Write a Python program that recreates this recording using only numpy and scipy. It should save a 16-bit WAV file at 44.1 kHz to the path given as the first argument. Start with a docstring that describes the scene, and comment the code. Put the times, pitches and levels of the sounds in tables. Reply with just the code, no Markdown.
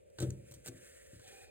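"""A faint scrape runs into a quick cluster of booming knocks and sharp cracks, then a gritty hiss.
A steel scraper is pushed into the caked rim (the flange) of a pipe on a tiled floor, in a small room.
The blade knocks the flange, which booms with its pipe, and bits of crust snap off.
The tool slides on, hissing over grime and bumping on the tiles.
A close pair of microphones hears it over a quiet room hum."""
import sys
import numpy as np
from scipy import signal
from scipy.fft import rfft, irfft
from scipy.io import wavfile

SR = 44100
rng = np.random.default_rng(int(sys.argv[2]) if len(sys.argv) > 2 else 0)


def store_pcm(level_fs):
    """Save levels as 16-bit WAV."""
    pcm = np.round(np.clip(level_fs, -1, 1) * 32767).astype(np.int16)
    wavfile.write(sys.argv[1], SR, np.atleast_2d(pcm).T)


N = 66150

# blows of the blade on the flange: t/s, level/dB, contact time/ms
FLANGE_BLOWS = [(.19, -47.5, 0.59), (.206, -36, 1.4), (.2232, -36.5, 0.88), (.2283, -29, 1.42),
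                (.2832, -30.5, 3.95), (.51, -49.5, 3.5)]
# tones that the flange and pipe ring with: f/Hz, level/dB, time to fade by 60 dB/s
FLANGE_TONES = [(70.2, -26, 1), (104.5, -10.5, 0.27), (127.1, -1.5, 0.34), (149, -14, 0.56),
                (192.2, -12, 0.28), (235, -16.5, 0.32), (329.7, 0.5, 0.18), (377, -11, 0.06),
                (462, -2, 0.18), (575, -8.5, 0.14)]
def flange_knocks():
    """The blade hits the flange, which booms together with its pipe."""
    return strike(FLANGE_BLOWS, FLANGE_TONES)


# bumps of the tool on the tiles: t/s, level/dB, contact time/ms
TILE_BLOWS = [(.57, -51.5, 3.5), (.669, -62, 1.3), (.686, -46.5, 0.75), (.694, -48, 0.94), (.745, -50.5, 3),
              (.765, -51.5, 2.9), (1.131, -49, 2.75), (1.159, -43.5, 6.2), (1.19, -50, 7.3)]
# tones that the floor rings with: f/Hz, level/dB, time to fade by 60 dB/s
FLOOR_TONES = [(123.2, -5.5, 0.23), (181, 0.5, 0.055), (269, -3.5, 0.14), (333, -6, 0.25)]
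def tile_bumps():
    """The tool bumps the tiles, and the floor answers with a dull ring."""
    return strike(TILE_BLOWS, FLOOR_TONES)


def strike(blows, tones):
    """Each blow is a short push that sets an object ringing; a longer contact sounds duller."""
    t, force = clock(), 0
    for start, db, contact_ms in blows:
        progress = np.clip((t - start) * 1000 / contact_ms, 0, 1)
        push = np.sin(np.pi * progress)
        force = force + undb(db) * push / push.sum()
    return ring(force, ringing_tones(tones) + floor_thump())


def floor_thump(centre_hz=350, width_octaves=.55, level_db=-7, fade_s=.2):
    """Floor tones too crowded to tell apart blend into one short, dull burst."""
    crowd = shape(noise(), lambda hz: np.exp(-.5 * (np.log2(hz / centre_hz) / width_octaves) ** 2))
    return undb(level_db) * unit(crowd) * die_away(fade_s)


# snaps of the crust: t/s, level/dB, time to fade to about a third/ms, lows compared with highs/dB
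CRUST_SNAPS = [(.1, -63, 2.3, -12), (.1856, -50, 6.5, 8), (.2018, -33.5, 2.2, -9), (.206, -54, 5, 6),
               (.2157, -42.5, 5.5, -6), (.2228, -46.5, 12, 1), (.3044, -34, 1.2, -16),
               (.5117, -44.5, 2.5, -17), (.519, -53, 9, -10), (.539, -51, 11, -14), (.6601, -37.5, 2.4, -4),
               (.6682, -39.5, 2.4, -6), (.6756, -36.5, 3.2, -7), (.683, -37, 2.8, -11), (1.194, -61, 8, 3),
               (1.275, -54, 10, -9)]
def crumble(split_hz=5300, grit_db=3, rise_s=.0004):
    """The crust breaks in short gritty bursts, each with its own mix of lows and highs."""
    t, force = clock(), 0
    lows = signal.sosfilt(signal.butter(2, split_hz, fs=SR, output="sos"), grit(grit_db))
    highs = signal.sosfilt(signal.butter(2, split_hz, "high", fs=SR, output="sos"), grit(grit_db))
    for start, db, fade_ms, lows_db in CRUST_SNAPS:
        age = np.maximum(t - start, 0)
        rise = 1 - np.exp(-age / rise_s)
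        fade = np.exp(-age * 1000 / fade_ms)
        force = force + undb(db) * rise * fade * (highs + undb(lows_db) * lows)
    return force


# tone colour of a snap: f/Hz, relative level/dB
SNAP_COLOUR = [(200, 11.5), (600, 4), (1100, 2.5), (2000, -4), (4000, 0), (5500, -6.5), (8200, -3),
               (10000, -9), (13000, -8.5), (16000, -15)]
# tones of the blade, cut short by the hand: f/Hz, relative level/dB, time to fade by 60 dB/s
BLADE_TONES = [(1000, -2, 0.04), (1304, -3, .05), (1520, 4, .05), (6000, 11, 0.01), (6650, 6, 0.014),
               (8200, 9, 0.01)]
def crust_cracks(blade_db=-3.5):
    """Each snap of the crust sounds in the open air and also sets the blade ringing."""
    snaps = 2 * colour(crumble(), SNAP_COLOUR)
    blade = ringing_tones(BLADE_TONES)
    blade = blade / np.sqrt(np.sum(blade ** 2))
    return snaps + undb(blade_db) * ring(crumble(), blade)


# how loud the hiss is as the push on the blade changes: t/s, level/dB
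HISS_LEVELS = [(0, -81), (.13, -79), (.178, -69), (.22, -59.5), (.35, -70.5), (.42, -72), (.505, -66),
               (.55, -66.5), (.59, -68), (.637, -70), (.652, -56.5), (.684, -52.5), (.702, -63.5),
               (.88, -61.5), (1.05, -63), (1.25, -64.5), (1.28, -60.5), (1.33, -61.5), (1.43, -62),
               (1.5, -75)]
# tone colour of the hiss: f/Hz, relative level/dB
HISS_COLOUR = [(300, -10), (1000, -10), (1500, 3), (2600, 1.5), (3300, -2), (4400, -5.5), (8000, 2),
               (11000, -1), (13000, -7.5), (15500, -10)]
# rough tones that the rubbing brings out: start t/s, end t/s, f/Hz, width/Hz, level/dB
RUB_TONES = [(0.34, 0.66, 2310, 540, -78.5), (0.69, 1.51, 1756, 430, -70.5), (1.224, 1.9, 2460, 110, -68.5),
             (1.214, 1.56, 768, 72, -68), (1.227, 1.56, 409, 240, -68), (1.224, 1.348, 3320, 1200, -62),
             (1.115, 1.55, 4040, 2600, -72)]
def blade_slide(grit_db=2, flutter_db=1.5, rub_flutter_db=2, rub_fade_s=.069):
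    """The edge drags over grime and tile: a gritty hiss with a few rough tones that come and go."""
    t = clock()
    loudness = undb(np.interp(t, *np.array(HISS_LEVELS).T))
    scrape = unit(colour(grit(grit_db), HISS_COLOUR)) * loudness
    for start, end, centre, width, db in RUB_TONES:
        fade_in_out = np.clip(np.minimum(t - start, end - t) / rub_fade_s, 0, 1)
        # keep the grit that lies near the tone's pitch
        tone = shape(grit(grit_db), lambda hz: 1 / (1 + 1j * (hz ** 2 - centre ** 2) / (hz * width)) ** 2)
        level = undb(db + rub_flutter_db * wander(turns_per_s=30))
        scrape = scrape + level * fade_in_out * unit(tone)
    return scrape * undb(flutter_db * wander(turns_per_s=45.11))


def grit(spread_db):
    """Countless tiny slips of very unequal size: noise whose level jumps every 8 samples."""
    sizes = np.repeat(noise(), repeats=8)[:N]
    return unit(noise() * undb(spread_db * sizes))


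# how far a wave at the left microphone is ahead of the right: f/Hz, phase/rad
LEFT_LEAD = [(300, 0), (900, -2.1), (1300, -1.8), (1800, -1.3), (2400, -1.6), (3200, -2.1), (4500, -2.2),
             (5500, -3.1), (6500, -2), (7800, -.3), (9200, .1), (11300, 3), (12500, 3.3), (14000, 6.2)]
def microphones(sound, left_louder_db, echo_db):
    """A sound on the floor reaches the two microphones slightly out of step, along with its echo."""
    right = shape(sound, lambda hz: np.exp(-1j * look_up(hz, LEFT_LEAD)))
    balance = undb(np.array([[left_louder_db], [-left_louder_db]]) / 2)
    return np.array([sound, right]) * balance + undb(echo_db) * room_echo(sound)


# how long the room's echo lasts: f/Hz, time to fade by 60 dB/s
ECHO_TIMES = [(120, 0.62), (400, 0.66), (1500, 0.33), (5000, 0.081), (11000, 0.032)]
def room_echo(sound, shared_below_hz=420):
    """The tiled room smears a sound: lows last longest and are alike on both sides, highs are not."""
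    sides = []
    shared_lows = shape(noise(), lambda hz: 1 / np.hypot(1, (hz / shared_below_hz) ** 2))
    for side in range(2):
        own_highs = shape(noise(), lambda hz: 1 / np.hypot(1, (shared_below_hz / hz) ** 2))
        tail = 0
        for band_hz, fade_s in ECHO_TIMES:
            share = [(f, float(f == band_hz)) for f, _ in ECHO_TIMES]
            band = shape(shared_lows + own_highs, lambda hz: look_up(hz, share))
            even_energy = np.sqrt(2 * np.log(1000) / fade_s / SR)  # a longer tail starts softer
            tail = tail + band * die_away(fade_s) * even_energy
        sides.append(ring(sound, tail))
    return np.array(sides)


# hum that is the same left and right: f/Hz, relative level/dB
HUM_SHARED = [(25, 11.5), (60, 11), (110, -2.5), (200, -11.5), (290, -15), (420, -3.5), (540, 3), (630, -7),
              (720, -23.5), (1100, -44), (2400, -21), (4000, -33.5), (16000, -83)]
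# hum that swings opposite ways left and right: f/Hz, relative level/dB
HUM_OPPOSED = [(25, -31), (70, 1), (150, -21.5), (280, -21.5), (420, -5.5), (530, 0.5), (620, -9.5),
               (720, -20.5), (1100, -30.5), (2500, -37.5), (4000, -78), (16000, -38)]
def room_hum(shared_db=-62, opposed_db=-60.5):
    """The steady, low noise of the room."""
    shared = undb(shared_db) * unit(colour(noise(), HUM_SHARED))
    opposed = undb(opposed_db) * unit(colour(noise(), HUM_OPPOSED))
    return np.array([shared + opposed, shared - opposed])


def undb(db):
    """Turn decibels into a number to multiply by."""
    return 10 ** (np.asarray(db) / 20)


def unit(sound):
    """Scale a sound to an average strength (rms) of 1."""
    return sound / np.sqrt(np.mean(sound ** 2))


def clock():
    """The time of every sample, in seconds."""
    return np.arange(N) / SR


def noise():
    """Fresh white noise, an even hiss."""
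    return rng.standard_normal(N)


def wander(turns_per_s):
    """A value that drifts up and down at random."""
    return np.interp(clock() * turns_per_s, np.arange(N), noise())


def die_away(fade_s):
    """A fade that drops by 60 dB in fade_s seconds."""
    return np.exp(-np.log(1000) * clock() / fade_s)


def ringing_tones(tones):
    """An object's answer to one sharp tap: pure tones that each die away."""
    t = clock()
    return sum(undb(db) * np.sin(2 * np.pi * hz * t) * die_away(fade_s) for hz, db, fade_s in tones)


def ring(sound, tap_answer):
    """Play a sound through an object or room, given its answer to one tap."""
    return signal.fftconvolve(sound, tap_answer)[:N]


def shape(sound, gain):
    """Multiply each frequency in a sound by gain(hz)."""
    hz = np.maximum(np.fft.rfftfreq(2 * N, 1 / SR), 1)
    return irfft(rfft(sound, 2 * N) * gain(hz))[:N]


def look_up(hz, points):
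    """Read between rows of (f/Hz, value), with octaves evenly spaced."""
    freqs, values = np.array(points).T
    return np.interp(np.log(hz), np.log(freqs), values)


def colour(sound, points):
    """Turn frequencies up or down by rows of (f/Hz, level/dB)."""
    return shape(sound, lambda hz: undb(look_up(hz, points)))


def scene():
    """Knocks, bumps, cracks and sliding over the room hum."""
    thuds = microphones(flange_knocks() + tile_bumps(), left_louder_db=3.5, echo_db=-7.5)
    cracks = microphones(crust_cracks(), left_louder_db=-.5, echo_db=-11)
    slide = microphones(blade_slide(), left_louder_db=-.5, echo_db=-35.5)
    return thuds + cracks + slide + room_hum()


def record(dry):
    """The recorder cuts the deep bass and the very highest treble."""
    low_cut_hz, top_hz = 74, 15900
    thinned = signal.sosfilt(signal.butter(3, low_cut_hz, "high", fs=SR, output="sos"), dry)
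    return signal.sosfilt(signal.ellip(8, .2, 70, top_hz, fs=SR, output="sos"), thinned)


dry = scene()
out = record(dry)
store_pcm(out)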